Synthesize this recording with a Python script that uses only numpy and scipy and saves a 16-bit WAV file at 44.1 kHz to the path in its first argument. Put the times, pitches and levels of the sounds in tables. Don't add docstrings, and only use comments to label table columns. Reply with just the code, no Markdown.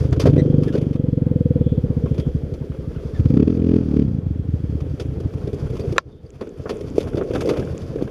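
import sys
import numpy as np
from scipy import signal
from scipy.fft import rfft, irfft
from scipy.io import wavfile
from scipy.ndimage import uniform_filter1d

SR = 44100
rng = np.random.default_rng(int(sys.argv[2]) if len(sys.argv) > 2 else 0)


def bounce(signal):
    frames = np.transpose(np.atleast_2d(signal))
    limited = np.clip(frames, -1, 1)
    pcm = np.round(limited * 32767).astype(np.int16)
    wavfile.write(sys.argv[1], SR, pcm)


def invert_db(level):
    return 10 ** (np.asarray(level, dtype=float) / 20)


N = 357210

SNAP_S = 5.9809
BARK = (291.5, -3, 8.5, 6, 8)
# frequency in Hz, level in dB per Hz.
RUSTLE = [(360, -23), (620, 0), (821, -9), (1330, -9), (2010, -17), (2530, -17), (2970, -20.5),
          (3530, -16.5), (3880, -23.5), (4680, -16), (6200, -21), (7990, -34), (9260, -30), (11600, -33),
          (15200, -51.5)]
# start in seconds, peak in dB, boom and brightness in dB above it.
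SCRAPES = [(0.125, -25, 15, -13), (0.1961, -17.5, 11, -1), (0.255, -15.5, 15.5, -16.5),
           (0.632, -28, -12, -9), (.6799, -32.5, -5, -12), (0.725, -32.5, 7, -9.5),
           (0.751, -27, 22.5, -12.5), (0.812, -34.5, 16, -10), (0.941, -39, -3, -14),
           (2.058, -34.5, 16.5, -14), (2.143, -35, 1, -11), (2.179, -30, 9, -12), (2.196, -31.5, 5, -10),
           (2.538, -41, -1, -0.5), (2.718, -37, 5, -25), (2.745, -38, 12, -30), (2.912, -36.5, 3, -32),
           (2.946, -36, 5, -27), (2.981, -35, 2, -30), (4.803, -32, -14, -12.5), (4.9748, -52, 36, -9),
           (4.997, -24.5, 3, -8.5), (5.473, -33.5, 17, -9.5), (5.795, -32, 7, -5),
           (6.4087, -20.5, 16.5, -16), (6.6563, -20.5, 18.5, -43), (6.692, -15.5, 9, -11),
           (6.8067, -32, 18.5, -5), (6.979, -29.5, 19, -1.5), (7.004, -24, 11, -8.5), (7.17, -22, 18, -14),
           (7.21, -24.5, 6, -27), (7.348, -20.5, 12, -13.5), (7.489, -16, 14.5, -12),
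           (7.569, -24.5, 14.5, -12), (8.0207, -37.5, 13, -1)]
EARLY_CRACKLES = [(0.043, -44, 4, -17), (0.162, -30, 5, -14), (0.213, -34, 5, -10), (0.239, -39, 15, -26),
                  (0.266, -19.5, 13, -15), (0.359, -35, 25, -12), (0.387, -40, 16, -13.5),
                  (0.737, -35, 25, -9), (0.752, -34.5, 13, -12), (0.777, -32, 11, -11),
                  (0.829, -39, 15, -16), (0.928, -36.5, 6, -8), (0.956, -35, 26, -13)]
TRAIL_CRACKLES = [(5.2, -37.5, 23, -2.5), (5.303, -41, -4, -17), (5.335, -39, 17, -4),
                  (5.376, -51, 22, -17), (5.529, -37, 10, -3), (5.541, -42, 5, 0.5), (5.699, -40, -1, 0),
                  (5.752, -32.5, -10, -7), (5.766, -29, -2, -12), (5.922, -31, 18, -2.5),
                  (5.961, -24.5, 7.5, -20.5), (6.469, -31, 13, -11), (6.597, -31, 17, -26),
                  (6.707, -39, 26, -13), (6.954, -35, 23, 1), (6.966, -35.5, 6, -1), (7.028, -37, 8, -5.5),
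                  (7.07, -28, -15, -11), (7.116, -44, -4, -24), (7.132, -24, 10, -33), (7.153, -34, 17, 0),
                  (7.179, -27, 2, -19), (7.307, -26, 18, -20), (7.334, -22.5, 17, -10),
                  (7.356, -19, 11, -30), (7.406, -20.5, -3, -8), (7.418, -34.5, 18, -3),
                  (7.444, -40, 33, -5), (7.455, -30.5, 24, -1.5), (7.472, -24, 26.5, -11),
                  (7.509, -38, 36.5, -27), (7.535, -25, 9, -21), (7.561, -23.5, 2, -22),
                  (7.594, -26, 10, -9.5), (7.624, -24.5, 0, -27), (7.673, -24.5, -6, -39),
                  (7.696, -29.5, 2, -33), (7.745, -33, 19, -15), (7.847, -47, 9, -21),
                  (7.956, -33, 23.5, -7), (7.984, -32, -8, -30), (8.01, -24, 6, -25), (8.075, -28, 4, -24)]
CRACKLES = np.r_[EARLY_CRACKLES, TRAIL_CRACKLES] + [0, 4, 0, 0]


def rms_one(x):
    return x / np.sqrt(np.mean(x ** 2) + 1e-20)


def at(s, rows):
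    first, *columns = np.transpose(rows)
    return [np.interp(s, first, column) for column in columns]


def in_time(rows):
    return at(np.arange(N) / SR, rows)


def clicks(s, size):
    out = np.zeros(N)
    places = np.clip(np.round(np.asarray(s) * SR).astype(int), 0, N - 1)
    np.add.at(out, places, size)
    return out


def strike(train, shape):
    return signal.fftconvolve(train, shape)[:N]


def burst(hz, decay_ms, delay_ms=0.88):
    t = np.maximum(np.arange(SR // 12) / SR - delay_ms / 1000, 0)
    shape = -t ** 2 * np.exp(-1000 * t / decay_ms) * np.sin(2 * np.pi * hz * t)
    return shape / np.abs(shape).max()


def ring(x, hz, t60):
    r, w = invert_db(-60 / (t60 * SR)), 2 * np.pi * hz / SR
    return signal.lfilter([0, np.sin(w)], [1, -2 * r * np.cos(w), r * r], x + 1e-18)


def wave(hz, glide, middle_ms, half_ms, crest_ms):
    ms = np.arange(SR // 40) * 1000 / SR - crest_ms
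    swell = np.exp(-.5 * ((ms + crest_ms - middle_ms) / half_ms) ** 2)
    shape = swell * np.cos(2 * np.pi * (hz + glide * ms / 2) * ms / 1000)
    shape = shape * np.minimum(np.arange(len(ms)) / 130, 1) ** 2
    return shape / np.abs(shape).max()


def colour(x, spectrum):
    # frequency in Hz, width in Hz, height in dB.
    case_peaks = [(1088, 12, 7.5), (1315, 26, 4.5), (2480, 330, 1.5), (3060, 10, 8.5), (3660, 1900, 0),
                  (4620, 210, 2), (6230, 140, 1), (7340, 360, 2), (9970, 200, 2)]
    hz, level_db = np.transpose(spectrum)
    grid = np.maximum(np.arange(N // 2 + 1) * SR / N, 1)
    peaks_db = sum(db / (1 + (2 * (grid - top) / width) ** 2) for top, width, db in case_peaks)
    return irfft(rfft(x) * invert_db(np.interp(np.log(grid), np.log(hz), level_db) + peaks_db), N)


def drift(rate):
    knots = rng.standard_normal(int(N / SR * 60) + 2)
    return np.interp(np.arange(N) / SR * min(rate, 59), np.arange(len(knots)), knots)


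def grains(spread_db, flicker_db):
    sizes = invert_db(spread_db * np.minimum(rng.exponential(1, N), 6)) * rng.standard_normal(N)
    return rms_one(sizes * invert_db(flicker_db * (0.58 * drift(13) + 1.54 * drift(45))))


def engine():
    # time in seconds, crank speed in firings per second.
    speed = [(0.0, 25.19), (0.2, 24.4), (0.55, 24.42), (0.7, 25.22), (0.9, 23.3), (1.3, 21.52),
             (1.5, 19.96), (2.1, 13.31), (2.5, 11.28), (3.1, 11.36), (3.16, 16.05), (3.24, 16.51),
             (3.4, 36.7), (3.5, 41.96), (3.8, 42.45), (3.9, 36.49), (4.0, 37.38), (4.22, 22.66)]
    # time in seconds, thud peak in dB, load as bark dB above the thud.
    effort = [(0, -15, -12), (.2, -3, -11), (0.29, -5, -1.5), (.335, -9.5, 3.5), (.41, -2.5, -3.5),
              (.455, -9.5, 3), (.5, -4.5, -6), (.6, -4.5, -5.5), (.7, -14, 4), (.8, -9, -5.5),
              (1.549, -4, -9.5), (1.75, -6, -12.5), (2.36, -9.5, -16.5), (2.45, -16, -19),
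              (3.14, -17.5, -19.5), (3.203, -11, 2), (3.3, -5, -4.5), (3.37, -5.5, 3.5), (3.43, -11, 9.5),
              (3.49, -12.5, 9.5), (3.54, -15.5, 3.5), (3.765, -10, 7), (3.832, -17, 0), (4.013, -9, 7),
              (4.07, -10.5, -20.5)]
    # time in seconds, thud peak in dB, bark in dB above it.
    uneven = [(0.228, -8, -4.5), (0.276, -4.5, -36), (0.319, -7.5, -8), (0.352, -9.5, -1),
              (0.385, -17, 3.5), (3.185, -6.5, -13.5), (3.245, -8, -7), (3.442, -18.5, -25),
              (4.222, -17.5, -34), (4.255, -10.5, -13.5), (4.297, -12, -10.5), (4.347, -17, -9),
              (4.384, -12.5, -14), (4.442, -20.5, -9), (4.478, -12, -11), (4.528, -8.5, -16),
              (4.591, -19, -14), (4.629, -12, -11), (4.684, -13.5, -11), (4.714, -15, -15),
              (4.741, -13.5, -7)]
    # pitch in Hz, glide in Hz per ms, middle, half length and crest in ms.
    thud_wave = (121.5, 6.1, 8.25, 1.86, 6.73)
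    soft_wave = (80, 13, 7.72, 2.28, 6.5)
    rev_bark = (263, -12, 7, 4, 7.5)
    throttle_s = 0.22
    s, gulp_s = firings(speed, first_turn=0.37)
    (thud_db, load_db), (rate,) = at(s, effort), at(s, speed)
    misfire = np.arange(len(s)) == np.argmin(np.abs(s - 3.455))
    thud_db = thud_db - 21 * misfire
    ring_db = -0.5 + 2.82 * thud_db - 0.66 * np.maximum(rate - 22, 0)
    levels = np.array([thud_db, thud_db + load_db, ring_db])
    levels = levels + 0.37 * rng.standard_normal((len(s), 3)).T
    s = s - .0092
    gulp_s = gulp_s - .0092 + .002 * rng.standard_normal(len(s))
    late_s, late_db, late_bark = np.transpose(uneven)
    late_s = late_s + .005
    hard = clicks(s, invert_db(levels[0] + 0.5) * (s > throttle_s))
    soft = clicks(late_s, invert_db(late_db + 3.0))
    levels = levels - 60 * (s <= throttle_s)
    barks = clicks(s, invert_db(levels[1] - 8.5)) + clicks(late_s, invert_db(late_db + late_bark - 1.5))
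    thuds = strike(hard, wave(*thud_wave))
    out = thuds + strike(soft, wave(*soft_wave))
    rate_curve = in_time(speed)[0]
    fast = np.clip((rate_curve - 23) / 9, 0, 1) * (np.arange(N) < speed[-1][0] * SR)
    out += strike(barks * (1 - fast), wave(*BARK))
    out += strike(invert_db(3.5) * barks * fast, wave(*rev_bark))
    gulps = clicks(gulp_s, invert_db(levels[0]))
    gulp_wave = wave(*thud_wave) + 0.13 * wave(*BARK)
    out += aftermath(rate_curve, in_time(effort)[1], hard, soft, thuds, gulps, gulp_wave)
    return out + exhaust_hiss(barks, hard) + case_ring(s, levels, rate)


def firings(curve, first_turn):
    t = np.arange(N) / SR
    turns = np.cumsum(in_time(curve)[0] * (t >= curve[0][0])) / SR - first_turn
    count = np.arange(int(turns[min(round(curve[-1][0] * SR), N - 1)]) + 1)
    return np.interp(count, turns, t), np.interp(count + .5, turns, t)


def aftermath(rate_curve, load_curve, hard, soft, thuds, gulps, gulp_wave):
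    # firings per second, then low tail, pipe tail, returns and intake gulp in dB above the thud.
    after = [
        (10.8, -6, -32.5, 6.5, -27.5),
        (21.4, -16, -34, -10, -36.5),
        (25.9, -24, -15, -7, -6),
        (38, -1.5, -33.5, -27, -6.5),
    ]
    # delay in ms, level in dB.
    reflections = [
        (7.6, -3.5),
        (13.2, -15.5),
        (27.8, -20),
    ]
    # frequency in Hz, decay time t60 in seconds.
    low_tail = (71, .17)
    pipe_tail = (147, .07)
    low_db, pipe_db, back_db, gulp_db = at(rate_curve, after)
    fed_db = 0.5 * (load_curve + 8)
    pipe_db, back_db = pipe_db + fed_db, back_db + fed_db
    low_db = low_db - 0.89 * fed_db
    delays, return_db = np.transpose(reflections)
    echo = clicks(delays / 1000, invert_db(return_db))[:SR // 20]
    returns = strike(invert_db(np.minimum(back_db, 2)) * thuds, echo)
    push = np.r_[np.zeros(SR // 100), np.hanning(200) / 100]
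    low = strike(invert_db(low_db) * hard + invert_db(-5.5) * soft, push)
    blip_db = 14 * (np.arange(N) < 0.59 * SR)
    pipe = strike(invert_db(blip_db) * (invert_db(pipe_db) * hard + invert_db(-30) * soft), push)
    tails = ring(low, *low_tail) + ring(pipe, *pipe_tail)
    return returns + tails + strike(invert_db(gulp_db) * gulps, gulp_wave)


def exhaust_hiss(barks, hard):
    revved = np.arange(N) > 3.17 * SR
    swell = np.r_[np.zeros(SR // 600), np.hanning(SR // 70) ** .6, .12 * np.ones(SR // 90)]
    puff = strike((barks + invert_db(-15) * hard * revved) ** 1.2, swell)
    tilt = [(700, -2.5), (1250, 4.5), (3000, 8.5), (5000, -1.0), (9000, -4.5)]   # Hz, dB
    gas = colour(colour(grains(1.9, .1), RUSTLE), tilt)
    return invert_db(-29.0) * puff * rms_one(gas)


def case_ring(s, levels, rate):
    late_ring = (490, 3.87, 5.41)
    rasp = (434, -8, 11, 3.5, 7.5)
    edge = (631.5, -7, 10, 3.5, 5)
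    case = strike(clicks(s, invert_db(levels[2] - 5.5)), burst(*late_ring))
    rasps = clicks(s, invert_db(levels[1] - 10.5) * np.clip((rate - 24) / 17, 0, 1))
    return case - strike(rasps, wave(*rasp) + invert_db(-20) * wave(*edge))


def putts():
    # time in seconds, thud peak in dB, bark in dB above it.
    before = [
        (0.0058, -7, -21),
        (0.045, -6.5, -10.5),
        (0.0857, -11.5, -7),
        (0.117, -4.5, -13),
        (0.1698, -8, -6.5),
        (0.2053, -19, -10),
    ]
    # time in seconds, thud peak in dB, bark in dB above it.
    downhill = [(4.8134, -13.0, -14), (4.834, -25.5, -2.5), (4.8569, -19.5, -2.5), (4.8828, -22, -13),
                (4.9034, -14, -11.5), (4.9319, -15.5, -5.5), (5.0076, -18.5, -16), (5.0484, -15, -6.5),
                (5.082, -14.5, -12), (5.1127, -16, -7), (5.17, -16.5, -11), (5.2068, -20, -14),
                (5.2499, -11, -7), (5.347, -14, -10), (5.4372, -14.5, -17), (5.4661, -16, -10),
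                (5.5288, -17.5, -5), (5.55, -19.5, -11), (5.6206, -14.5, -17), (5.648, -17.1, -18),
                (5.7006, -14, -14), (5.7322, -19.5, -14), (5.797, -17, -7), (5.8724, -12.5, -10.1),
                (5.906, -14, -18), (6.0566, -27.5, -11.8), (6.146, -33.5, -5), (6.2376, -27, -22.5),
                (6.355, -29.5, -11), (6.5714, -31, -2), (6.5932, -21, -12), (6.6545, -26, -10),
                (6.817, -35, 2), (6.8486, -29, -5), (6.871, -24.5, -6.0), (6.904, -25, 1), (6.9422, -23, 0),
                (7.08, -37, -14), (7.1414, -13.5, -8), (7.331, -19, -14), (7.3731, -18.5, 1),
                (7.3964, -21, -8), (7.4346, -21, -2), (7.5847, -17, -1), (7.6085, -26.5, -2),
                (7.682, -22, -11), (7.704, -15, -18), (7.8268, -21, -22), (7.849, -26, -6.0),
                (7.9686, -31, -4), (8.045, -20, -7)]
    putt_wave = (101, 6.5, 9.2, 5.26, 9.12)
    s, db, bark_db = np.transpose(np.r_[before, downhill])
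    train = clicks(s, invert_db(db + 0.5))
    push = np.r_[np.zeros(SR // 80), np.hanning(200) / 100]
    tail = ring(strike(train, push), 92, 0.14)
    barks = strike(clicks(s + 0.0018, invert_db(db + bark_db - 3.5)), wave(*BARK))
    return -strike(train, wave(*putt_wave)) - barks + invert_db(-7.5) * tail


def brush():
    # time in seconds, pressure as boom dB, rustle in dB above it.
    pressure = [(0, -29, -10.5), (.25, -41, -37), (.4, -27.5, -24.5), (.8, -33.5, -19.5), (1.2, -38, -28.5),
                (2.05, -33.5, -20.5), (2.6, -38, -20), (3.2, -38, -12.5), (3.5, -35, -16),
                (3.95, -38.5, -13.5), (4.26, -44, -18), (4.7, -40, -18.5), (5.35, -37, -16.5),
                (5.72, -34.5, -12), (5.9, -30, -17.5), (6.2, -41, -16), (6.6, -34.5, -12),
                (7.47, -26, -17.5), (7.8, -34.5, -13.5), (8.1, -27, -25.5)]
    boom_db, dry_db = in_time(pressure)
    rustle_db = boom_db + dry_db
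    rumble_db = -25 + 0.54 * (boom_db + 34.0)
    boom, low, middle, high = invert_db(boom_db), np.zeros(N), np.zeros(N), np.zeros(N)
    contacts = np.r_[CRACKLES, SCRAPES, flicks(rustle_db)]
    for k, (s, db, boom_rel, bright_rel) in enumerate(contacts):
        if k < len(CRACKLES):
            t60, rise, drags = 0.057, 0.07, 0
        else:
            t60 = np.clip(0.055 + 0.0016 * (db + 37.0), .03, .2)
            rise, drags = 0.03, 1
        start = round(s * SR)
        t = np.arange(min(int(.3 * SR), N - start)) / SR
        drag = drags * invert_db(-11.5 - 60 * t / (2.6 * t60))
        shape = invert_db(db - 7.5) * (invert_db(-75 * t / t60) + drag) * (1 - np.exp(-t / (rise * t60)))
        span = slice(start, start + len(t))
        low[span] += shape
        middle[span] += shape * invert_db(0.5 * (bright_rel + 9))
        high[span] += shape * invert_db(bright_rel)
        boom[span] += shape * invert_db(boom_rel - 1.0)
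    rustle = colour(grains(2.9, 1.0), RUSTLE)
    coarse = colour(grains(4.1, 2.6), RUSTLE)
    dull = signal.sosfilt(signal.butter(4, 1800, fs=SR, output="sos"), coarse)
    dry_band = signal.sosfilt(signal.butter(3, [1800, 4000], "band", fs=SR, output="sos"), rustle)
    bright = signal.sosfilt(signal.butter(4, 4000, "high", fs=SR, output="sos"), rustle)
    deep = signal.butter(2, [48, 220], "band", fs=SR, output="sos")
    rumble = rms_one(signal.sosfilt(deep, grains(1.6, 3.12)))
    flicker_db = 2.2 * (drift(9) / 2 + drift(50))
    steady = invert_db(rustle_db - 2.5 + flicker_db) * rms_one(rustle) + invert_db(rumble_db - 7.0) * rumble
    scraped = low * rms_one(dull) + invert_db(-5.5) * middle * rms_one(dry_band) + high * rms_one(bright)
    return steady + scraped + boom * cavity(grains(3.44, 1.61))


def flicks(rustle_db):
    rolling_s, per_s, peak_db = 4.8, 10, 4
    length_s = N / SR - .05 - rolling_s
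    s, size, weight = rng.random((round(per_s * length_s), 3)).T
    s = rolling_s + s * length_s
    level_db = rustle_db[(s * SR).astype(int)] + peak_db * (.5 + size)
    return np.c_[s, level_db, 25 * weight - 5, -6 - 12 * weight]


def cavity(x):
    # frequency in Hz, width in Hz, level in dB.
    air_modes = [
        (308, 86, -5),
        (411.3, 70, 2),
        (489.3, 149, -3),
    ]
    modes = np.zeros(N)
    for k, (hz, width, db) in enumerate(air_modes):
        modes += (-1) ** k * invert_db(db) * width * ring(x, hz, 2.3 / width)
    return rms_one(signal.sosfilt(signal.butter(4, 600, fs=SR, output="sos"), modes))


def snicks():
    out, rows = np.zeros(N + SR), np.r_[CRACKLES, SCRAPES]
    for (s, db, _, _), (pitch, length) in zip(rows, rng.random((len(rows), 2))):
        shape = burst(1000 + 650 * pitch, .7 + .8 * length)
        start = round(s * SR)
        out[start:start + len(shape)] += invert_db(db - 14) * shape
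    return out[:N]


def taps():
    # time in seconds, peak in dB.
    grit = [(0.1101, -44), (0.1264, -33), (0.3065, -46), (0.594, -55), (0.612, -54), (2.122, -54),
            (2.284, -50), (6.3037, -39.5), (6.492, -41.5), (6.6218, -55), (6.6378, -46), (6.7696, -38),
            (6.9006, -40), (6.838, -49), (6.98, -33), (7.235, -44), (7.4075, -30), (7.434, -39),
            (7.651, -40), (7.778, -29)]
    # time in seconds, peak in dB, frequency in Hz, decay in ms.
    knocks = [
        (6.98, -2, 422, 0.97),
        (7.144, -9.5, 296, 0.85),
        (8.022, -7.5, 308, 0.92),
    ]
    tick_s, tick_db = np.transpose(grit)
    out = strike(clicks(tick_s, invert_db(tick_db)), burst(6800, 0.12) + 0.4 * burst(2540, 0.21))
    for s, db, hz, decay_ms in knocks:
        out += strike(clicks([s], invert_db(db)), burst(hz, decay_ms))
    return out


def snap():
    # frequency in Hz, level in dB, decay time t60 in seconds.
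    shell_modes = [(540, -10, 0.022), (1063, -10, 0.029), (1360, -7.5, 0.023), (1710, -4.5, 0.014),
                   (2520, -1, 0.0078), (3940, -12, 0.013), (4940, -15, .008), (5840, -16, 0.012),
                   (7270, -11.5, 0.0096), (12500, -17.5, .004)]
    hits = clicks([SNAP_S, SNAP_S + .0004], invert_db([-9, 0]) * [-1, 1])
    blow = strike(hits, np.hanning(7) / 3)
    noise = colour(colour(rng.standard_normal(N), RUSTLE), [(5500, -1.5), (9500, -21.5)])
    out = invert_db(-24.0) * signal.lfilter([1], [1, -invert_db(-60 / (.06 * SR))], blow) * rms_one(noise)
    for k, (hz, db, t60) in enumerate(shell_modes):
        out += (-1) ** k * invert_db(db) * ring(blow, hz, t60)
    return out


def ripples():
    # time in seconds, peak in dB.
    hits = [(.36, -14), (.39, -19), (.445, -17), (.472, -14), (0.504, -25), (.526, -16.5), (.553, -22),
            (0.607, -19), (.668, -19)]
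    # frequency in Hz, decay in ms, level in dB.
    low_modes = [
        (366, 2.85, -1.5),
        (488, 2.8, -5.5),
    ]
    s, db = np.transpose(hits)
    shape = sum(invert_db(rel_db) * burst(hz, decay_ms) for hz, decay_ms, rel_db in low_modes)
    return strike(clicks(s, invert_db(db)), shape)


def squeaks():
    # start in seconds, length in seconds, pitch in Hz, level in dB, overtone slope in dB,
    # share by which the pitch slides.
    rubs = [(0.378, 0.036, 1940, -41, -7.5, -0.046), (0.675, 0.03, 1770, -45, -10, -.08),
            (0.732, 0.028, 1450, -44.5, -6, .05), (2.062, 0.012, 1080, -43, -24, .01),
            (2.07, .02, 2500, -57, -26, -.05), (2.82, .06, 1170, -57, -20, 0.11),
            (2.955, 0.025, 1405, -50.5, -8, -.12), (3.069, 0.018, 1060, -54, -20, -.08),
            (3.141, 0.048, 1760, -52.5, -8, -0.049), (5.799, 0.028, 4600, -52, -30, .01),
            (6.264, 0.0069, 4630, -58, -16, .01), (6.725, 0.055, 9450, -69, -20, .005),
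            (6.795, 0.02, 9450, -71, -17, .005)]
    out = np.zeros(N)
    rough = 0.035 * rng.standard_normal(N // 60 + 1).repeat(60)[:N]
    waver = 0.0089 * drift(59) + rough
    scratch = invert_db(3.7 * rng.standard_normal(N // 40 + 1)).repeat(40)[:N]
    for s, length, hz, db, slope_db, slide in rubs:
        span = slice(round(s * SR), round((s + length) * SR))
        bend = slide * np.linspace(-.5, .5, span.stop - span.start)
        phase = 2 * np.pi * hz * np.cumsum(1 + waver[span] + bend) / SR
        swell = np.hanning(len(phase)) ** 0.24
        for k in range(5):
            if (k + 1) * hz < 12000:
                out[span] += invert_db(db + slope_db * k) * np.sin((k + 1) * phase) * swell
    return out * uniform_filter1d(scratch, size=40) * invert_db(3.0)


def gain_control():
    duck_db, recover_s, look_ahead_s = -13, 0.75, .005
    since = np.arange(N) / SR - SNAP_S + look_ahead_s
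    gain_db = np.where(since > 0, duck_db * np.exp(-np.maximum(since, 0) / recover_s), 0)
    return invert_db(uniform_filter1d(gain_db, size=60))


def wind():
    deep = signal.butter(2, [22, 58], "band", fs=SR, output="sos")
    low = signal.sosfilt(deep, rng.standard_normal(N))
    return invert_db(-40.5 + 2.8 * drift(3)) * rms_one(low)


def insect():
    # middle in seconds, half length in seconds, level in dB, pitch in Hz.
    swells = [
        (.48, 0.59, -64, 3230),
        (1.7, 0.11, -58.5, 3380),
        (2.2, 0.15, -59.5, 3260),
        (6.15, 0.082, -58.5, 3560),
    ]
    t, noise = np.arange(N) / SR, rng.standard_normal(N)

    def band(hz):
        return rms_one(ring(ring(noise, hz - 40, 0.006), hz + 40, 0.007))

    out = invert_db(-70) * band(3270)
    for s, half, db, hz in swells:
        out += invert_db(db) * np.exp(-2 * ((t - s) / half) ** 2) * band(hz)
    return gain_control() * out


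def forest():
    # frequency in Hz, level in dB per Hz.
    far_hiss = [(360, -36), (620, -18), (952, -32), (1380, -15), (1930, -19.5), (3300, -24), (3880, -26),
                (13100, -43.5), (14400, -37), (15200, -45.5)]
    # start in seconds, hold in seconds, change of whine in dB.
    sinks = [
        (.4, .5, -12),
        (3.3, .9, -14),
        (5.976, .02, -21),
    ]
    t = np.arange(N) / SR
    hiss = invert_db(-60.0) * gain_control() * rms_one(colour(rng.standard_normal(N), far_hiss))
    partner = invert_db(3.5) * rms_one(ring(rng.standard_normal(N), 10050, 0.0074))
    sunk_db = np.zeros(N)
    for s, hold, db in sinks:
        sunk_db += db * (t > s) * np.exp(-np.maximum(t - s - hold, 0) / .3)
    whine = partner + np.sqrt(2) * np.sin(2 * np.pi * 13906 * t)
    return invert_db(0.33 * sunk_db) * hiss + insect() + invert_db(-82 + sunk_db) * whine


def scene():
    bike = signal.sosfiltfilt(signal.butter(2, 46, "high", fs=SR, output="sos"), engine() + putts())
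    rubbing = gain_control() * (brush() + wind() + snicks())
    return (bike + rubbing + taps() + snap() + ripples() + squeaks() + forest())[None]


def roll_off(x):
    return signal.sosfilt(signal.butter(12, 15150, fs=SR, output="sos"), x)


def record(dry):
    x = signal.sosfiltfilt(signal.butter(2, 27, "high", fs=SR, output="sos"), dry)
    x = signal.sosfilt(signal.butter(10, 14600, fs=SR, output="sos"), np.clip(x, -1, 1))
    return roll_off(np.clip(x, -1, 1))


dry = scene()
out = record(dry)
bounce(out)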